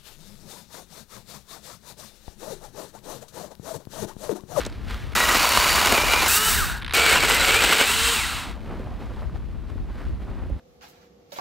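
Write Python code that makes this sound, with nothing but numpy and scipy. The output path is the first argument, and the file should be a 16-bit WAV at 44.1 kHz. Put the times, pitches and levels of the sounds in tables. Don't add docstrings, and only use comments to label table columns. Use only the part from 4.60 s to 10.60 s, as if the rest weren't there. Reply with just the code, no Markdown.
import sys
import numpy as np
from scipy import signal
from scipy.fft import rfft, irfft
from scipy.io import wavfile

SR = 44100
rng = np.random.default_rng(int(sys.argv[2]) if len(sys.argv) > 2 else 0)


def dump(signal):
    limited = np.clip(np.atleast_2d(signal).T, -1, 1)
    pcm = np.round(limited * 32767).astype(np.int16)
    wavfile.write(sys.argv[1], SR, pcm)


def gain_from_db(level_db):
    decades = np.asarray(level_db, float) / 20
    return 10 ** decades


N = 264600

# loudest [s], rise [s],
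# fall to -20 dB [s], crunch level [dB], rustle level [dB].
STEPS = [(.008, .05, 0.0667, -42.5, -32), (0.063, 0.0216, 0.024, -36, -38),
         (.305, 0.0495, 0.22, -41.5, -35.5), (3.88, .05, 0.1144, -39, -40.5), (4.1, 0.29, 0.8, -36.5, -51),
         (4.41, 0.044, .4, -41, -50), (4.62, 0.28, 0.13, -41, -54), (4.76, 0.031, 0.05, -44.5, -52.5),
         (5.1, .04, 0.09, -45, -54), (5.17, .04, .25, -48, -61), (5.4, .16, .25, -42, -50),
         (5.63, .05, 0.03, -44.5, -53), (5.69, .12, .2, -40, -57), (5.82, 0.19, 0.43, -42, -60.5)]
# start [s], end [s], crunch level [dB], rustle level [dB].
SHUFFLE = [
    (0, .1, -45.5, -49),
    (.1, .26, -46, -51),
    (.26, .54, -45.5, -48.5),
    (2.2, 2.34, -50, -62),
    (3.85, 7, -49, -64),
]
# frequency [Hz], density [dB per Hz].
CRUNCH_COLOUR = [(120, -23), (200, 1.5), (389, -5), (502, -7.5), (765, -10), (1050, -11.5), (2500, -26.5),
                 (3250, -33), (5500, -120)]
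# frequency [Hz], density [dB per Hz].
RUSTLE_COLOUR = [(710, -8), (1200, -0.5), (1670, -1), (3910, -7.5), (4490, -10), (6330, -18.5),
                 (13600, -26), (15600, -28)]
# time [s], level [dB], left minus right [dB].
WIND = [(0.0, -35.5, 2.5), (0.45, -35, 4), (0.84, -37, 2.5), (1.59, -31.5, 3), (1.85, -38, 6.5),
        (1.96, -28, 1), (2.19, -36, 5.5), (2.64, -33.5, 3), (3.02, -36, 5.5), (3.26, -41.5, 1),
        (3.34, -32.5, 2.5), (3.7, -37, 4), (4.61, -33, 1.5), (4.91, -34, 6), (5.33, -32.5, 5),
        (5.55, -30.5, 0.5), (5.97, -29.5, 1), (6.0, -48, 1.5)]
# frequency [Hz], density [dB per Hz].
BUFFET_COLOUR = [(11, -47), (18, -28.5), (38, -5), (59, -3.5), (128, -16.5), (215, -22), (297, -28.5),
                 (341, -26.5), (374, -33), (700, -50), (910, -79), (1540, -120)]
# time [s], peak [dB], ring [Hz].
SNAPS = [(.051, -27, 5230), (0.063, -26.5, 7440), (0.0638, -23, 598), (.099, -42.5, 5500),
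         (0.124, -40, 4000), (0.411, -41, 3000), (.425, -34.5, 2500), (.532, -31, 2200), (4.1, -34.5, 696),
         (4.195, -26, 448), (4.271, -33.5, 905), (4.621, -29.5, 1000), (4.695, -36.5, 1100),
         (4.745, -39.5, 835), (5.098, -35, 874), (5.155, -30, 393), (5.179, -40.5, 1200), (5.82, -34, 900),
         (5.86, -37.5, 590), (5.898, -28.5, 537)]
# time [s], gear mesh [Hz], load [0-1].
BITES = [
    [(.552, 1970, .3), (.62, 1930, .3), (.76, 1910, .3), (.79, 2280, .4), (.95, 2190, .4), (1.05, 2295, .4),
     (1.22, 2270, .6)],
    [(1.345, 2470, .6), (1.42, 2300, .7), (1.445, 2480, .6), (1.475, 2250, .7), (1.52, 2380, .7),
     (1.59, 2430, .6), (1.64, 2280, .6), (1.668, 2030, .5), (1.7, 2540, .3)],
    [(2.337, 2500, .5), (2.36, 2270, .6), (2.47, 2280, .6), (2.52, 2160, .6), (2.545, 2350, .5),
     (2.56, 2750, .4), (2.585, 2820, .4), (2.6, 2300, .5), (2.645, 2300, .5)],
    [(2.69, 1950, .5), (2.8, 2060, .5), (2.875, 2220, .5), (2.96, 2300, .5), (3.0, 2520, .5),
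     (3.08, 2090, .5), (3.14, 2120, .5), (3.215, 2200, .4), (3.25, 2400, .4)],
]
# free mesh [Hz], trigger released [s], coasting time constant [s],
# silent [s], rotor hum level [dB].
RACES = [
    (3050, 1.895, .15, 2.1, -28.5),
    (3200, 3.525, .24, 3.9, -36.5),
]
# multiple of rotor speed, level beside the hum [dB].
ROTOR_1 = [(1, -9.5), (2, -10), (3, 1)]
ROTOR_2 = [(1, 0), (2, -12), (3, -6)]
# start [s], end [s], mesh whine [dB], its octave [dB].
SINGING = [(.565, .58, -24, -36), (.605, .645, -23, -35), (.69, .705, -25, -36), (.75, .765, -26, -36),
           (.79, 1.0, -37, -32), (1.0, 1.16, -36, -32), (1.16, 1.25, -38, -38), (1.345, 1.44, -27, -53),
           (1.475, 1.65, -26, -53), (1.66, 1.675, -29, -53), (1.7, 1.895, -28, -47), (1.93, 1.98, -31, -52),
           (1.975, 2.035, -25.5, -52), (2.345, 2.54, -23.5, -41), (2.555, 2.585, -22.5, -45),
           (2.6, 2.645, -26, -45), (2.7, 2.82, -28, -40), (2.88, 3.0, -22.5, -50), (3.09, 3.135, -28, -46),
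           (3.2, 3.25, -26, -44), (3.25, 3.31, -28.5, -50), (3.34, 3.41, -31, -56), (3.41, 3.52, -28, -56),
           (3.53, 3.65, -29.5, -55), (3.66, 3.8, -42, -55)]
# time [s], force [dB].
CHAIN_FORCE = [
    [(.553, -21.5), (.564, -19.5), (1.0, -19), (1.284, -19.5), (1.46, -22), (1.54, -19), (1.55, -23),
     (1.65, -19.5), (1.68, -18)],
    [(1.68, -20.5), (1.77, -16.5), (1.798, -25.5), (1.89, -20), (2.022, -28.5), (2.108, -38),
     (2.178, -49.5), (2.22, -70.5)],
    [(2.337, -19), (2.58, -17.5), (2.592, -23), (2.635, -17.5), (2.676, -21), (2.696, -19), (3.19, -19.5),
     (3.21, -16.5), (3.255, -22.5)],
    [(3.255, -29), (3.295, -26), (3.349, -27.5), (3.491, -25), (3.75, -38.5), (3.785, -39.5),
     (3.915, -56.5), (3.97, -81.5)],
]
# level at a force of -20 dB [dB], share of its swing.
CHAIN_ANSWERS = [
    [(-30, .4), (-22, 0.89), (-27, 1.1)],
    [(-34, .35), (-24, 0.523), (-20, 1.003)],
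    [(-30, 0.37), (-21, 0.965), (-28.5, 1.08)],
    [(-34, 0.34), (-19, 0.672), (-20, 1.005)],
]
# frequency [Hz], density [dB per Hz].
CHAIN_COLOURS = [
    [(88, -43.5), (150, -12.5), (249, -3.5), (296, -6.5), (988, -2.5), (1770, -4.5), (2320, -1), (3300, -7),
     (4500, -10), (14200, -15.5), (15600, -18)],
    [(88, -44), (150, -11), (264, -9), (302, -14.5), (420, -10), (530, -15), (1570, 3), (2320, -3),
     (2880, -2.5), (3230, -5.5), (15600, -5.5)],
    [(88, -46.5), (150, -12), (463, -5.5), (541, -5), (1090, -7.5), (1430, -1), (1880, -5), (2280, -0.5),
     (6260, -15.5), (7750, -13.5), (15600, -17.5)],
    [(88, -47.5), (150, -12.5), (258, -3), (346, -14), (463, -10), (541, -14.5), (950, -4), (3110, -2.5),
     (6020, -10.5), (8220, -9), (15600, -12)],
]
# frequency [Hz], width [Hz], height above the colour [dB].
CHAIN_RINGS = [
    [(1000, 100, 4), (1350, 478, 5), (2309, 200, 0), (2880, 100, 6.5), (3936, 270, 4.5), (4506, 150, 2.5),
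     (7007, 260, 4), (3260, 130, -2), (11670, 830, -4)],
    [(1560, 170, 1), (14500, 3000, 0), (2790, 370, 2.5), (3805, 330, 6.5), (4500, 77, 8), (8060, 1300, 5.5)],
    [(448.9, 76, 7.5), (1450, 270, 0), (2350, 200, -3), (2873, 92, 3), (4000, 99, 4), (4430, 79, 3.5),
     (7837, 2000, 7.5), (10600, 1200, -5)],
    [(1350, 330, 4.5), (2685, 200, 4.5), (3892, 260, 6.5), (4386, 200, 3), (8270, 3460, 8.5),
     (10670, 1500, -3), (1974, 300, 1.5)],
]
# time [s], peak [dB], ring
# [Hz].
SNAGS = [(0.557, -16.5, 2000), (0.603, -3, 1920), (0.628, -8, 1980), (0.694, -9, 1114),
         (0.751, -3.5, 1860), (0.807, -9.5, 1020), (0.844, -12.5, 974), (0.917, -11, 1010),
         (0.973, -1.5, 1046), (1.067, -5.5, 1640), (1.101, -8.5, 1330), (1.18, -7, 1350),
         (1.21, -16, 2880), (1.257, -10.5, 1080), (1.275, -6, 1450), (1.323, -4, 2030),
         (1.344, -9.5, 2460), (1.377, -6.5, 2310), (1.483, -8, 2240), (1.535, -3, 2190),
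         (1.561, -11.5, 2340), (1.71, -12, 1960),
         (2.336, -13.5, 2490), (2.351, -9, 2260), (2.464, -5, 2220), (2.529, -7.5, 1440),
           (2.557, -3.5, 1560), (2.619, -20.5, 2390), (2.636, -5, 1300), (2.699, -4, 1470),
           (2.748, -17.5, 1540), (2.765, -10, 2030), (2.798, -8, 1420), (2.859, -14, 2020),
           (2.883, -5.5, 2180), (2.944, -7, 1540), (3.018, -17.5, 3190), (3.038, -4, 1490),
           (3.125, -3, 1430), (3.212, -3.5, 2230), (3.296, -10, 1550)]
# time [s], peak [dB].
KNOCKS = [(1.259, -14.5), (1.289, -15.5), (1.321, -8.5), (1.339, -15), (1.377, -10), (1.434, -14.5),
          (1.534, -15.5), (1.629, -14.5), (1.659, -19.5), (2.369, -16), (3.102, -15.5), (3.149, -17.5),
          (3.209, -17.5)]
# time [s], peak [dB].
CHIPS = [(0.5514, -15), (0.7813, -12), (0.8906, -10), (0.9749, -10), (1.0008, -11), (1.1061, -12),
         (1.129, -10), (1.157, -11), (1.2582, -10), (1.3241, -10), (1.367, -11), (1.4089, -14),
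         (1.5221, -12), (1.6818, -10),
         (2.3358, -17), (2.3493, -11), (2.3723, -12), (2.4631, -11), (2.5094, -13), (2.5294, -12),
           (2.6945, -13), (2.7464, -12), (2.7654, -14), (2.8103, -13), (2.8596, -16), (2.8771, -15),
           (2.944, -11), (3.0462, -12), (3.1265, -9), (3.1809, -12), (3.2109, -12), (3.2752, -14)]
TICKS = [
    (2.1694, -33),
    (2.1834, -33),
    (2.1994, -38),
]
# time [s], peak [dB].
JOLTS = [(0.604, -7), (0.844, -8), (0.973, -2), (1.067, -6), (1.128, -10), (1.156, -9), (1.215, -9),
         (1.258, -7), (1.323, -5), (1.378, -7), (1.434, -12), (1.521, -8), (1.536, -6), (2.463, -7),
         (2.529, -6), (2.555, -6), (2.562, -4), (2.574, -6), (2.581, -8), (2.636, -6), (2.649, -8),
         (2.698, -8), (2.711, -8), (2.882, -7), (2.945, -6), (3.044, -5), (3.125, -6), (3.211, -4)]
# frequency [Hz], level [dB], time to -60 dB [s].
HOUSING_MODES = [(1000, -2, .025), (1480, 0, .025), (2250, -3, .02), (2900, -2, .025), (3900, -7, .02),
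                 (5200, -9, .012)]
# loudest [s], rise [s], fall to -20 dB [s], resonance [Hz], level [dB].
CHATTER = [(.74, .12, .06, 1250, -27), (.86, .15, .2, 1000, -31), (1.22, .08, .15, 2900, -30),
           (1.36, .1, .06, 1200, -29), (1.88, .05, .05, 900, -30), (2.03, .06, .05, 1550, -30),
           (2.39, .05, .15, 1430, -27), (2.4, .06, .25, 700, -31), (2.41, .07, .4, 4480, -32),
           (2.53, .04, .08, 1360, -25), (2.71, .06, .06, 1460, -26), (2.81, .05, .1, 1450, -25),
           (2.82, .06, .05, 4000, -30), (3.13, .08, .08, 1450, -27), (3.47, .1, .08, 2750, -28)]
# time [s], peak [dB], bright tick peak [dB].
CREEP = [(2.2164, -31, -51.5), (2.2215, -25, -41.5), (2.23, -29, -44), (2.246, -21.5, -39.5),
         (2.2624, -22.5, -44), (2.279, -23, -40.5), (2.2825, -33, -44.5), (2.295, -25.5, -42),
         (2.3084, -19, -42), (2.3138, -29.5, -45), (2.3238, -21.5, -39)]

STILL_AIR_DB, HISS_DB, CUTOFF_HZ = -60.5, -69.5, 15720
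MESH_PER_TURN, MESH_PER_LURCH = 6.75, 50
SPIN_UP_S, FREE_LOAD = .09, .1
HUM_DB_PER_OCTAVE, HUM_AT_HZ = 34, 3000
SING_FADE_DB_PER_S, MUTED_DB = 1100, -46
WOOD_TOP_HZ, LINK_LOW_HZ = 900, 5000
CHATTER_WIDTH_HZ = 130


def rms_one(x):
    return x / np.sqrt(np.mean(x ** 2) + 1e-20)


def in_time(rows):
    s, *columns = np.transpose(rows)
    t = np.arange(N) / SR
    gate = np.clip(np.minimum(t - s[0], s[-1] - t) / .002 + 1, 0, 1)
    return [np.interp(t, s, c) for c in columns] + [gate]


def slowly(rule):
    t = np.arange(0, N / SR + .001, .001)
    return [np.interp(np.arange(N) / SR, t, row) for row in rule(t)]


def drift(rate):
    r = np.exp(-40 * np.pi * rate / SR)
    slow = signal.lfilter([1], [1, -2 * r, r * r], rng.standard_normal(N // 20 + 2002))[2000:]
    return np.interp(np.arange(N) / 20, np.arange(len(slow)), rms_one(slow))


def colour(x, spectrum, rings=()):
    size = 8192
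    hz = np.maximum(np.arange(size // 2 + 1) * SR / size, 1)
    table_hz, table_db = np.transpose(spectrum)
    db = np.interp(np.log(hz), np.log(table_hz), table_db)
    for ring_hz, width, top_db in rings:
        db = db + top_db / (1 + (2 * (hz - ring_hz) / width) ** 2)
    cepstrum = irfft(np.log(gain_from_db(db)))
    cepstrum[1:size // 2] *= 2
    cepstrum[size // 2 + 1:] = 0
    return rms_one(signal.fftconvolve(x, irfft(np.exp(rfft(cepstrum))))[:N])


def grains(per_s, spread_db, smooth):
    sizes = gain_from_db(spread_db * np.minimum(rng.exponential(1, N), 4)) * rng.choice([-1, 1], N)
    return rms_one(sizes * (rng.random(N) < per_s / SR)) + smooth * rng.standard_normal(N)


def band(x, low_hz, high_hz):
    sos = signal.butter(2, [low_hz, min(high_hz, .45 * SR)], "band", fs=SR, output="sos")
    return signal.sosfilt(sos, x)


def steep_band(x, low_hz, high_hz):
    return band(band(x, low_hz, high_hz), low_hz, high_hz)


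def add(out, s, db, burst):
    i = round(s * SR)
    out[i:i + len(burst)] += (gain_from_db(db) * burst / np.max(abs(burst)))[:N - i]


def puff(t60, low_hz, high_hz):
    t = np.arange(1800) / SR
    return steep_band(rng.standard_normal(len(t)) * gain_from_db(-60 * t / t60), low_hz, high_hz)


def swell(t, peak_s, rise_s, fall_s):
    return -20 * np.maximum((peak_s - t) / rise_s, (t - peak_s) / fall_s)


def tread(t):
    power = 0
    for s, rise, fall, crunch_db, rustle_db in STEPS:
        power = power + gain_from_db(2 * (np.array([[crunch_db], [rustle_db]]) + swell(t, s, rise, fall)))
    for s0, s1, crunch_db, rustle_db in SHUFFLE:
        power = power + gain_from_db(2 * np.array([[crunch_db], [rustle_db]])) * (t >= s0) * (t <= s1)
    return np.sqrt(power)


def steps():
    crunch = colour(gain_from_db(1.95 * drift(26)) * grains(900, spread_db=3.5, smooth=0.98), CRUNCH_COLOUR)
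    rustle = colour(gain_from_db(0.64 * drift(40)) * grains(1500, spread_db=5.0, smooth=1.14), RUSTLE_COLOUR)
    still_air = gain_from_db(STILL_AIR_DB) * colour(rng.standard_normal(N), RUSTLE_COLOUR)
    crunch_gain, rustle_gain = slowly(tread)
    return still_air + crunch_gain * crunch + rustle_gain * rustle


def wind():
    level_db, pan_db, gate = in_time(WIND)
    shared = rng.standard_normal(N)
    ports = []
    for side in range(2):
        turbulence = rng.standard_normal(N) + .4 * shared
        ports.append(colour(gain_from_db(2.11 * drift(6.8)) * turbulence, BUFFET_COLOUR))
    return gain_from_db(level_db + 2.5 + pan_db * np.array([[.5], [-.5]])) * ports


def snaps():
    out = np.zeros(N)
    for s, db, hz in SNAPS:
        add(out, s, db + 1.2, puff(0.02, 0.458 * hz, 1.29 * hz))
        add(out, s, db - 8 + 18 * np.log10(hz / 5000), puff(.01, 900, 15000))
    return out


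def saw():
    chip_swells = signal.lfilter([1], [1, -.975], abs(grains(140, spread_db=2.5, smooth=0)))
    chips = rms_one(chip_swells * band(rng.standard_normal(N), 2500, 16000))
    bounce = gain_from_db(.85 * drift(19.7) + 1.5 * drift(110))
    biting = bounce * grains(4000, spread_db=4.0, smooth=1.304) + 0.38 * chips
    free = gain_from_db(0.67 * drift(60)) * grains(7000, spread_db=2.0, smooth=1.48) + 0.16 * chips
    hails = [biting, free, biting, free]
    stretches = zip(CHAIN_FORCE, CHAIN_ANSWERS, CHAIN_COLOURS, CHAIN_RINGS, hails)
    chains = sum(chain(*stretch) for stretch in stretches)
    first = motor(BITES[0] + BITES[1], RACES[0], ROTOR_1)
    second = motor(BITES[2] + BITES[3], RACES[1], ROTOR_2)
    return chains + first + second


def singing(t):
    spells = []
    for s0, s1, whine_db, octave_db in SINGING:
        outside_s = np.maximum(0, np.maximum(s0 - t, t - s1))
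        spells.append(np.array([[whine_db], [octave_db]]) - SING_FADE_DB_PER_S * outside_s)
    return np.max(spells, axis=0)


def motor(cut, race, rotor):
    free_hz, release_s, coast_s, silent_s, top_hum_db = race
    mesh_hz, load, gate = in_time(cut + [(silent_s, *cut[-1][1:])])
    t = np.arange(N) / SR
    freed = 1 - np.exp(-np.maximum(t - cut[-1][0], 0) / SPIN_UP_S)
    coasting = np.exp(-np.maximum(t - release_s, 0) / coast_s)
    mesh_hz = (mesh_hz + freed * (free_hz - mesh_hz)) * coasting
    load = load + freed * (FREE_LOAD - load)
    whine_db, octave_db = slowly(singing)
    hum_db = top_hum_db + HUM_DB_PER_OCTAVE * np.log2(mesh_hz / HUM_AT_HZ)

    wander = (.002 + .02 * load) * drift(45)
    lurch_phase = 2 * np.pi * np.cumsum(mesh_hz) / SR / MESH_PER_LURCH + 1.5 * drift(8)
    lurch = .03 * load * np.sin(lurch_phase)
    mesh = 2 * np.pi * np.cumsum(mesh_hz * (1 + wander + lurch)) / SR

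    whine_db = np.maximum(whine_db, MUTED_DB) - 2.5 * (1 - load) + (1.2 + 1.5 * load) * drift(45)
    whine = gain_from_db(whine_db) * np.sin(mesh)
    octave = gain_from_db(octave_db - 1 + 3.5 * drift(45)) * np.sin(2 * mesh)
    hum = 0
    for order, db in rotor:
        hum = hum + gain_from_db(hum_db + db - 12 * load + 2 * drift(40)) * np.sin(order * mesh / MESH_PER_TURN)
    return np.sqrt(2) * gate * (whine + octave + hum)


def chain(force, answers, spectrum, rings, hail):
    force_db, gate = in_time(force)
    wood_db, housing_db, link_db = (db + share * (force_db + 20) for db, share in answers)
    body = colour(hail, spectrum, rings)
    wood = rms_one(signal.sosfilt(signal.butter(4, WOOD_TOP_HZ, fs=SR, output="sos"), body))
    links = rms_one(signal.sosfilt(signal.butter(4, LINK_LOW_HZ, "high", fs=SR, output="sos"), body))
    housing = rms_one(steep_band(body, WOOD_TOP_HZ, LINK_LOW_HZ))
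    return gate * (gain_from_db(wood_db) * wood + gain_from_db(housing_db - 0.5) * housing + gain_from_db(link_db) * links)


def chips():
    out = np.zeros(N)
    for s, db in CHIPS + TICKS:
        add(out, s, db - 1.5, puff(.012, 4000, 15500))
    return out


def snags():
    out = np.zeros(N)
    for s, db, hz in SNAGS:
        add(out, s, db - 7.5, puff(0.023, 0.571 * hz, 1.57 * hz))
        add(out, s, db - 9.5, puff(0.018, 300, 13000))
        add(out, s, db - 15, puff(0.038, 180, 990))
    return out


def chatter():
    rub = gain_from_db(2.5 * drift(35)) * rng.standard_normal(N)
    out = np.zeros(N)
    half = CHATTER_WIDTH_HZ / 2
    for s, rise, fall, hz, db in CHATTER:
        i = np.arange(round((s - 2 * rise) * SR), round((s + 2 * fall) * SR))
        out[i] += gain_from_db(db + swell(i / SR, s, rise, fall)) * rms_one(band(rub[i], hz - half, hz + half))
    return out


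def jolts():
    out = np.zeros(N)
    t = np.arange(1800) / SR
    for s, db in JOLTS:
        ring = 0
        for hz, mode_db, t60 in HOUSING_MODES:
            decay = gain_from_db(mode_db + rng.normal(0, 3) - 60 * t / t60)
            ring = ring + decay * np.sin(2 * np.pi * hz * rng.uniform(.96, 1.04) * t)
        add(out, s, db - 1.5, ring)
    return out


def knocks():
    out = np.zeros(N)
    for s, db in KNOCKS:
        add(out, s, db - 3, puff(.06, 200, 900))
    return out


def drag(peak_s, rise_s, fall_s, hz, db, width_hz):
    t = np.arange(N) / SR
    rub = band(grains(1500, spread_db=3.0, smooth=.6), hz - width_hz / 2, hz + width_hz / 2)
    return gain_from_db(db + swell(t, peak_s, rise_s, fall_s)) * rms_one(rub)


def bar_ring():
    return drag(peak_s=2.12, rise_s=.3, fall_s=.17, hz=1520, db=-33.5, width_hz=200)


def creep():
    out = np.zeros(N)
    for s, db, tick_db in CREEP:
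        add(out, s, db + 1.5, puff(0.03, 862, 2020) + puff(0.0252, 1655, 4270))
        add(out, s, tick_db + 1.5, puff(0.007, 7600, 12000) + .3 * puff(0.004, 4500, 15500))
    return out


def swish():
    return drag(peak_s=5.41, rise_s=.15, fall_s=.12, hz=1400, db=-47, width_hz=700)


def scene():
    ground = steps() + wind() + snaps()
    cutting = saw() + chips() + snags() + chatter() + jolts() + knocks()
    return ground + cutting + bar_ring() + creep() + swish()


def roll_off(x):
    return signal.sosfilt(signal.butter(12, 16460, fs=SR, output="sos"), x)


def record(dry):
    hiss = gain_from_db(HISS_DB) * signal.lfilter([1], [1, -.6], rng.standard_normal(dry.shape))
    rounded = .95 * np.tanh((dry + hiss) / .95)
    mix = signal.sosfilt(signal.ellip(12, .5, 75, CUTOFF_HZ, fs=SR, output="sos"), rounded)
    return roll_off(mix)


dry = scene()
out = record(dry)
dump(out)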